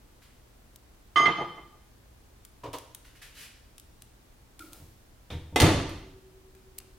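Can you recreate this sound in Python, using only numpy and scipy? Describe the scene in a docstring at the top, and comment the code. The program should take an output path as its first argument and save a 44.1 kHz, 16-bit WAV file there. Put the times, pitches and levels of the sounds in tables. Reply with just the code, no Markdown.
"""A glass of water lands on a microwave oven's turntable: two clinks of ringing modes, then the plate rocks.
The door bumps its hinge stop, squeaks as it is swung round and is pushed shut: noise bursts for the latch
cracks, dying sines for the steel case that booms and rings, small cracks for loose parts that rattle.
A quiet, ringing kitchen (decaying noise as echoes) with rumble, hiss and hum; soft scuffs, small dry ticks."""
import sys
import numpy as np
from scipy import signal
from scipy.fft import rfft, irfft, next_fast_len
from scipy.io import wavfile

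SR = 44100
rng = np.random.default_rng(int(sys.argv[2]) if len(sys.argv) > 2 else 0)


def inscribe(sig):
    """Save sig as 16-bit PCM at rate SR to the path in sys.argv[1].

    A 1-D sig is mono; a 2-D sig holds one channel per row.
    Samples are clipped to [-1, 1] before scaling.
    """
    pcm = np.round(np.clip(np.atleast_2d(sig).T, -1, 1) * 32767)
    wavfile.write(sys.argv[1], SR, pcm.astype(np.int16))


N = 307818
AGE = np.arange(SR) / SR  # the second after a blow

# how alike left and right are: pitch_hz, likeness (0 to 1)
ALIKE = [(300, 1), (640, 0.9), (1400, 0.64), (3100, 0.9), (7000, 0.26), (16000, 0.55)]
# steel panels of the case: pitch_hz, level_db, t60_s
PANELS = [(269.7, -4, 0.6), (292.6, 6.5, 0.17), (324.5, -5, 0.78), (382, -3, 0.3), (391, -8, 0.76),
          (420.7, -7, 0.69), (488, 0, 0.39), (603, -1, 0.1), (705, -9, 0.17), (918, -3, 0.25)]
# crack of the plastic latch and frame: pitch_hz, density_db_per_hz
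CRACK = [(50, 5.5), (200, 2.5), (300, 13.5), (560, 7), (1000, 5), (1400, -1), (2600, -2.5), (3700, -6),
         (5500, -14.5), (10000, -19.5), (16000, -36.5)]
SHUT_S = 5.6015  # the latch drops home


def gain_of(db):
    """Decibels to amplitude."""
    return 10 ** (np.asarray(db) / 20)


def evened(x):
    """Scales to rms 1."""
    return x / np.sqrt(np.mean(x ** 2) + 1e-20)


def read(points, hz):
    """Reads a table on a log-frequency axis."""
    f, value = np.transpose(points)
    return np.interp(np.log(hz + 1), np.log(f + 1), value)


def add(mix, s, sound):
    """Mixes a sound in at time s, cut off at the end of the mix."""
    part = mix[:, round(s * SR):][:, :sound.shape[-1]]
    part += sound[..., :part.shape[1]]


def pan(db):
    """Left and right gains for a level difference; above zero is louder on the left."""
    return gain_of([[db / 2], [-db / 2]])


def fade(t, t60):
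    """Falls by 60 dB in t60."""
    return np.exp(-np.log(1000) * t / t60)


def swell(rise):
    """Onset of a blow: the softer the contact, the slower the rise."""
    return 1 - np.exp(-AGE / rise)


def noise(colour, size, tilt_db=0, alike=ALIKE):
    """Stereo noise of rms 1 with a given spectrum, tilted per octave well above 500 Hz."""
    hz = np.fft.rfftfreq(size, 1 / SR)
    left, other = rfft(rng.standard_normal((2, size)))
    same = np.clip(read(alike, hz), -1, 1)
    right = same * left + np.sqrt(1 - same ** 2) * other
    spectrum_db = read(colour, hz) + tilt_db * np.log2(1 + hz / 500)
    return evened(irfft(np.array([left, right]) * gain_of(spectrum_db), size))


def burst(colour, t60, tilt_db=0, rise=0.000091):
    """The dense, quickly dying resonances of one contact, as fading noise."""
    return noise(colour, SR, tilt_db) * fade(AGE, t60) * swell(rise)


def ring(modes, rise, seconds=1):
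    """Dying sines of alternating sign; a softer blow swells more slowly."""
    t = np.arange(seconds * SR) / SR
    sines = np.zeros(len(t))
    for k, (hz, db, t60) in enumerate(modes):
        sines += (-1) ** k * gain_of(db) * fade(t, t60) * np.sin(2 * np.pi * hz * t)
    return sines * (1 - np.exp(-t / rise))


def waver(step_s):
    """One second of a random curve of rms 1 that takes a new value every step."""
    steps = rng.standard_normal(SR)
    return evened(np.interp(AGE / step_s, np.arange(SR), steps))


def husky(hz, size):
    """Uneven slips smear a tone into a narrow band; each slip lasts size samples."""
    slips = evened(signal.fftconvolve(rng.standard_normal(SR), signal.windows.hann(size))[:SR])
    return slips * np.sin(2 * np.pi * np.cumsum(hz * np.ones(SR)) / SR)


def kitchen(x, build=0.0037):
    """Echoes of the oven cavity and the hard room: they thicken quickly, and the top treble dies first."""
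    # dying of the echoes: pitch_hz, t60_s
    echo_t60 = [(60, 0.99), (150, 0.89), (400, 0.65), (1000, 0.7), (5000, 0.75), (9000, 0.53),
                (16000, 0.27)]
    hz, t, z = signal.stft(noise([(20, 0), (20000, 0)], SR), SR, nperseg=256)
    dying = z * fade(t, read(echo_t60, hz)[:, None])
    tail = signal.istft(dying, SR, nperseg=256)[1][:, :SR]
    # about as loud as the sound sent in, judged by the decay at 1 kHz
    tail *= swell(build) * np.sqrt(2 * np.log(1000) / (SR * read(echo_t60, 1000)))
    return signal.fftconvolve(x, tail, axes=1)[:, :x.shape[1]]


def air(level_db=-56.64):
    """Low rumble and hiss as steady coloured noise, with a faint mains hum of two sines."""
    # rumble and hiss: pitch_hz, density_db_per_hz
    air_colour = [(12, -30), (20, -4.5), (55, -0.5), (127, -15), (337, -16), (377, -18.5), (825, -22.5),
                  (2600, -30), (16000, -36.5)]
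    # left and right differ more as the pitch rises: pitch_hz, likeness
    air_alike = [(60, 1), (130, 0.58), (290, 0.53), (640, 0.05)]
    # mains hum: pitch_hz, rms_level_db
    hum_tones = [(59.5, -73), (119, -68.5)]
    t = np.arange(N) / SR
    hum = np.zeros(N)
    for hz, db in hum_tones:
        hum += gain_of(db) * np.sqrt(2) * np.sin(2 * np.pi * (hz * t + rng.random()))
    return gain_of(level_db) * noise(air_colour, next_fast_len(N), alike=air_alike)[:, :N] + hum


def scuffs(wet_db=-1):
    """Short strokes that stick before they slip and one longer, grainy slide, a little way off."""
    # short strokes: start_s, level_db
    strokes = [(0.218, -55.5), (3.044, -53.5), (3.15, -55.5), (3.215, -44.5)]
    # friction: pitch_hz, density_db_per_hz
    friction = [(300, -13.5), (1100, -14), (1700, -3), (3000, -3.5), (7500, -10), (12000, -9), (16000, -19)]
    rise_s, t60_s, tilt_db = 0.0057, 0.27, -1  # tilt in dB per octave
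    catch_hz, catch_db, catch_s = 1800, -2.5, 0.0147  # each stroke first scrapes in a narrow band
    slide_s, slide_length_s, slide_db = 3.335, 0.16, -48
    grain_db, grain_s = 0.5, .003  # uneven friction: rms depth, and length of one grain
    out = np.zeros((2, N))
    for s, db in strokes:
        catch_arch = np.sin(np.pi * np.minimum(AGE / catch_s, 1))
        catch = gain_of(catch_db) * catch_arch * husky(catch_hz, size=80)
        add(out, s, gain_of(db) * (catch + burst(friction, t60_s, tilt_db, rise_s)))
    # the slide speeds up and slows down in one arch
    speed = abs(np.sin(np.pi * np.minimum(AGE / slide_length_s, 1)))
    grain = evened(gain_of(grain_db * waver(grain_s)))
    add(out, slide_s, gain_of(slide_db) * speed * grain * noise(friction, SR))
    return out + gain_of(wet_db) * kitchen(out)


def ticks():
    """Dry, bright ticks close by; farther off, fingernails on the door are duller and the room answers."""
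    # small ticks: start_s, level_db, distance_m (from the listener)
    contacts = [(0.7598, -37, 0.11), (2.45, -40.5, 0.37), (2.731, -38.5, 0.64), (2.785, -36.5, 0.57),
                (2.948, -33.5, 0.4), (3.781, -41.5, 0.52), (3.798, -37.5, 0.11), (4.0212, -41.5, 0.41),
                (4.593, -38, 0.87), (4.732, -37.5, 0.33), (6.5497, -53.5, 1), (6.7822, -35, 0.25),
                (6.786, -27, 0.14), (6.802, -47.5, 0.93)]
    # tick: pitch_hz, density_db_per_hz
    tick_colour = [(200, -26), (1000, 5.5), (3500, 2.5), (6000, -3.5), (10000, -5.5), (12500, -11.5),
                   (16000, -18)]
    room_radius_m = 0.94  # at this distance the room is as loud as the direct sound
    tilt_db, dulling_db = 4, 2.5  # brightness per octave there, and its loss with each doubling of distance
    t60_s, smear = .022, 0.262  # length there, and the power of distance by which it grows
    out, send = np.zeros((2, 2, N))
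    for s, db, metres in contacts:
        far = metres / room_radius_m
        brightness_db = tilt_db - dulling_db * np.log2(far)
        tick = pan(1.4) * gain_of(db) * burst(tick_colour, t60_s * far ** smear, brightness_db)
        add(out, s, tick)
        add(send, s, far * tick)
    return out + kitchen(send)


def rocking(step_s=0.012, onset_s=.07):
    """The glass rocks at random, building up after each contact."""
    return waver(step_s) * swell(onset_s)


def flutter(depth=.3):
    """A gain that starts at one and wavers at random as the rocking builds up."""
    return 1 + depth * rocking()


def rocking_mode(hz, db, t60, rise, wobble_hz=11):
    """One plate mode under the rocking glass: the moving contact bends its pitch and its level."""
    turns = np.cumsum(hz + wobble_hz * rocking()) / SR
    return gain_of(db) * flutter() * fade(AGE, t60) * swell(rise) * np.sin(2 * np.pi * turns)


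def glass(wet_db=-4, knock_wet_db=-8, knock_t60=0.13, clatter_db=-18, clatter_t60=0.35):
    """Contacts ring plate and tumbler: freely on the glass's edge, in a brief, higher flare once flat."""
    # glass on turntable: start_s, plate_db, knock_db (plate on its rollers), bright_db (extra near bright_hz)
    set_down = [(1.1586, -15, -26.5, -2.5), (1.194, -22, -24, -4), (1.226, -48, -25, 2),
                (1.2543, -13.5, -23.5, 5.5), (1.279, -32.5, -21.5, 16), (1.379, -36.5, -28.5, 3),
                (1.404, -38, -23.5, 2), (1.575, -51, -40, 7), (1.736, -69, -55, 1.5)]
    # turntable plate left undamped: pitch_hz, level_db, t60_s
    plate = [(1139, -8.5, .6), (1205, -1.5, 0.55), (1220, -12.5, 0.32), (1510, -24.5, .5),
             (1690, -22.5, 0.3), (1940, -16, 0.2), (2065, -5, 0.8), (3070, -8, 0.2), (3116, -16, 0.4),
             (3280, -17.5, .1), (3490, -22, .3), (4234, -21, 0.076)]
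    # each part of the plate's ring leaves the cavity in its own direction: pitch_hz, left_minus_right_db
    plate_side = [(1200, -4.5), (2080, -9), (3100, -10)]
    # and reaches the room by its own share: pitch_hz, level_db
    plate_room = [(1200, -1.5), (2080, -10.5), (3100, -1.5)]
    # tumbler wall left undamped: pitch_hz, level_db, t60_s
    tumbler = [(4936, -7.5, 0.87), (5046, -7.5, 0.36), (5631, -9, 0.45), (6410, -6, 0.34),
               (6785, -16.5, 0.45), (7045, -20, 0.32), (8120, -12, 0.33), (8690, -22, .35),
               (9905, -20, 0.35), (11130, -24.5, 0.25), (11820, -25, .35), (13400, -25, .35),
               (14980, -25.5, .35)]
    # the plate's many weaker, crowded modes: pitch_hz, density_db_per_hz
    clatter = [(500, -21.5), (1400, 3.5), (3300, -3), (4500, -12.5), (7000, -31.5), (16000, -49.5)]
    # knock under the plate: pitch_hz, density_db_per_hz
    knock_colour = [(70, -20.5), (165, 3.5), (230, -11), (330, 4.5), (520, -6.5), (720, -0.5), (1000, -2),
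                    (2000, -21.5), (16000, -59.5)]
    # roller ring and oven floor under the plate: pitch_hz, level_db, t60_s
    rollers = [(339.4, -4.5, .22), (457, -3.5, .1), (696.4, 2, 0.088), (861, -3, .14)]
    tumbler_db, rollers_db = -21, -5  # wall beside the plate (half of that once flat), rollers beside the knock
    bright_hz, bright_octaves = 2080, .2  # the part of the plate's ring that the flat base strikes best
    # the glass drops flat: its base stops the earlier ring, damps the later ones and raises their pitch
    flat_s, choke_t60_s, press_s, flat_rise_percent = 1.254, 0.051, 0.025, 0.64
    edge_rise_s, flat_rise_s = .0021, 0.0044  # the broad base strikes more softly than the edge
    out, send = np.zeros((2, 2, N))
    wall = sum(flutter() * ring([partial], rise=0.004) for partial in tumbler)
    for s, plate_db, knock_db, bright_db in set_down:
        flat = s >= flat_s
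        if flat:
            damping = np.exp(-(AGE / press_s) ** 2)  # the base presses ever harder
            stiffening, rise, wall_share = 1 + flat_rise_percent / 100, flat_rise_s, 0.5
        else:
            damping = fade(np.maximum(s + AGE - flat_s, 0), choke_t60_s)
            stiffening, rise, wall_share = 1, edge_rise_s, 1
        for hz, db, t60 in plate:
            nearness = np.exp(-(np.log2(hz / bright_hz) / bright_octaves) ** 2)
            mode_db = plate_db + db + bright_db * nearness
            mode = damping * rocking_mode(hz * stiffening, mode_db, t60, rise)
            add(out, s, pan(read(plate_side, hz)) * mode)
            add(send, s, gain_of(read(plate_room, hz)) * mode)
        sparkle = pan(-1.5) * gain_of(plate_db + tumbler_db) * wall * damping * wall_share
        clink = sparkle + gain_of(plate_db + clatter_db) * burst(clatter, clatter_t60)
        # the plate tips and knocks dully on its rollers
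        roller_ring = gain_of(rollers_db) * ring(rollers, rise=.005)
        knock = gain_of(knock_db) * (burst(knock_colour, knock_t60, rise=0.0073) + roller_ring)
        add(out, s, clink + knock)
        add(send, s, gain_of(wet_db) * clink + gain_of(knock_wet_db) * knock)
    return out + kitchen(send)


def hinge_stop(wet_db=-7, panel_db=-12, rise_s=0.0041, t60_s=0.18):
    """The door bumps its hinge stop: soft noise bursts, and steel panels whose ring is held short."""
    # bumps: start_s, level_db, brightness_db_per_octave
    bumps = [(2.634, -35.5, 4), (2.654, -37.5, 2.5), (2.672, -37, -16), (2.732, -32.5, 7)]
    # bump: pitch_hz, density_db_per_hz
    bump_colour = [(50, -17), (125, 4.5), (200, -30), (320, -2), (520, 0.5), (820, -8.5), (1000, -0.5),
                   (1400, -19.5), (2000, -22.5), (3000, -23.5), (6000, -36.5), (16000, -54)]
    out = np.zeros((2, N))
    held_panels = gain_of(panel_db) * fade(AGE, t60_s) * ring(PANELS, rise=rise_s)
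    for s, db, tilt_db in bumps:
        add(out, s, gain_of(db) * (burst(bump_colour, t60_s, tilt_db, rise_s) + held_panels))
    return out + gain_of(wet_db) * kitchen(out)


def hinge_squeak(wet_db=-7):
    """The swinging hinge slips unevenly: a husky squeak, loud and high at the push, sinks over a low groan."""
    start_s, length_s, release_s = 4.592, 0.16, 0.01
    coasting_hz, push_hz, slowing_s = 1290, 167, 0.0418  # pitch, its rise at the push, time to settle
    coasting_db, push_db, push_peak_s, push_width_s = -63, 18, 0.029, 0.02  # level, and swell of the push
    groan_hz, groan_db, groan_t60_s = 316, -46, 0.76  # the door's frame
    out = np.zeros((2, N))
    hz = coasting_hz + push_hz * np.exp(-AGE / slowing_s)
    push = np.exp(-((AGE - push_peak_s) / push_width_s) ** 2)
    swing = np.exp(-np.maximum(AGE - length_s, 0) / release_s)
    squeak = gain_of(coasting_db + push_db * push) * husky(hz, size=600)
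    groan = gain_of(groan_db) * fade(AGE, groan_t60_s) * husky(groan_hz, size=1200)
    add(out, start_s, swing * (squeak + groan))
    return out + gain_of(wet_db) * kitchen(out)


def handle_brushes(wet_db=-1, t60_s=0.72):
    """Fingers land on the steel handle and brush along it: airy noise that swells softly and dies slowly."""
    # brushes: start_s, level_db
    touches = [(4.6, -54), (4.719, -53)]
    # skin on steel: pitch_hz, density_db_per_hz
    brush_colour = [(400, 6.5), (1500, -3.5), (6000, -3), (15500, -0.5)]
    out = np.zeros((2, N))
    for s, db in touches:
        add(out, s, gain_of(db) * burst(brush_colour, t60_s, rise=0.0057))
    return out + gain_of(wet_db) * kitchen(out)


def rattle(count=14, top_db=-13, gap_s=.016, t60_s=0.92, click_t60_s=0.023):
    """Loose parts chatter in the shaken case: small cracks at uneven moments, dying away."""
    out = np.zeros((2, N))
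    for k, (jitter, strength) in enumerate(rng.random((count, 2))):
        delay = (k + jitter) * gap_s
        level = gain_of(top_db) * strength * fade(delay, t60_s)
        add(out, SHUT_S + delay, level * burst(CRACK, click_t60_s))
    return out


def door_shut(crack_wet_db=1, latch_wet_db=-7, panel_wet_db=-5, boom_wet_db=-10):
    """Snaps crack and ring in the latch, thumps rock the whole case, and both ring the steel panels."""
    # hooks ride over their catches, drop home one after the other and settle:
    # start_s, crack_db, t60_s, brightness_db_per_octave
    snaps = [(5.5598, -17, 0.058, 3.5), (5.5648, -18, 0.026, -1), (5.6008, -12.5, 0.035, 5),
             (5.6076, -15.5, 0.02, 7.5), (5.6168, -15, 0.031, 5), (5.622, -13.5, 0.062, -1),
             (5.634, -17, 0.17, -3.5), (5.893, -41.5, 0.05, 6)]
    # the door's weight shoves the case: start_s, boom_db
    thumps = [(4.801, -49.5), (5.302, -42.5), (5.329, -35), (5.525, -39), (5.607, -26), (5.6152, -15.5),
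              (5.634, -23)]
    # latch hooks and their spring: pitch_hz, level_db, t60_s
    latch_modes = [(320, -4, 0.14), (718, 4.5, 0.079), (2057, -1, 0.063), (3530, -15, 0.068),
                   (5530, -12.5, 0.035)]
    # the whole oven rocking on its mount: pitch_hz, level_db, t60_s
    boom_modes = [(31, -15, 0.81), (70.8, -11, 0.81), (80.3, 3.5, 0.37), (96.8, -4, 0.45),
                  (124.7, -1, 0.34), (143.8, -9.5, 0.47), (157.8, 1, 0.18)]
    # hooks meeting their catches with a short plastic rasp: pitch_hz, density_db_per_hz
    rasp = [(480, 5), (1300, -5), (2300, -1.5), (3100, -3), (3650, 2), (4300, -9), (16000, -27.5)]
    # a lightly damped metal part in the door, two close modes that beat: pitch_hz, level_db, t60_s
    beating = [(376, 0, 6), (385.75, -3, 6)]
    panel_per_snap_db, panel_per_thump_db = -21.5, -14.5  # share of each blow that rings the panels
    seated_db, beating_db = -16.5, -50  # once home, the hooks are held and ring less
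    rasp_s, rasp_db, rasp_t60_s, rasp_rise_s = 5.302, -40, 0.37, 0.0009
    cracks, latches, panels, booms = np.zeros((4, 2, N))
    latch, boom = ring(latch_modes, rise=0.0019), ring(boom_modes, rise=0.0026)
    panel = ring(PANELS, rise=0.0017)
    for s, db, t60, tilt_db in snaps:
        crack = pan(-0.38) * gain_of(db) * burst(CRACK, t60, tilt_db)
        # each crack is followed by its own randomly drawn echoes
        add(cracks, s, crack + gain_of(crack_wet_db) * kitchen(crack))
        seated = s > SHUT_S - .01  # includes the snap that drops the latch home
        add(latches, s, pan(-0.27) * gain_of(db + seated_db * seated) * latch)
        add(panels, s, gain_of(db + panel_per_snap_db) * panel)
    latches += rattle()
    add(latches, rasp_s, gain_of(rasp_db) * burst(rasp, rasp_t60_s, rise=rasp_rise_s))
    for s, db in thumps:
        add(booms, s, gain_of(db) * boom)
        add(panels, s, gain_of(db + panel_per_thump_db) * panel)
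    send = gain_of(latch_wet_db) * latches + gain_of(panel_wet_db) * panels + gain_of(boom_wet_db) * booms
    out = cracks + latches + panels + booms + kitchen(send)
    add(out, SHUT_S, gain_of(beating_db) * ring(beating, rise=.01, seconds=2))
    return out


def scene():
    """All sources together."""
    door = hinge_stop() + hinge_squeak() + handle_brushes() + door_shut()
    return air() + scuffs() + ticks() + glass() + door


def record(dry, ceiling=.65, edge_hz=16300):
    """The loudest peaks are rounded off; then a steep low-pass limits the band."""
    rounded = ceiling * np.tanh(dry / ceiling)
    low_pass = signal.firwin(301, edge_hz, window=("kaiser", 9), fs=SR)
    return signal.oaconvolve(rounded, low_pass[None], "same", axes=1)


dry = scene()
out = record(dry)
inscribe(out)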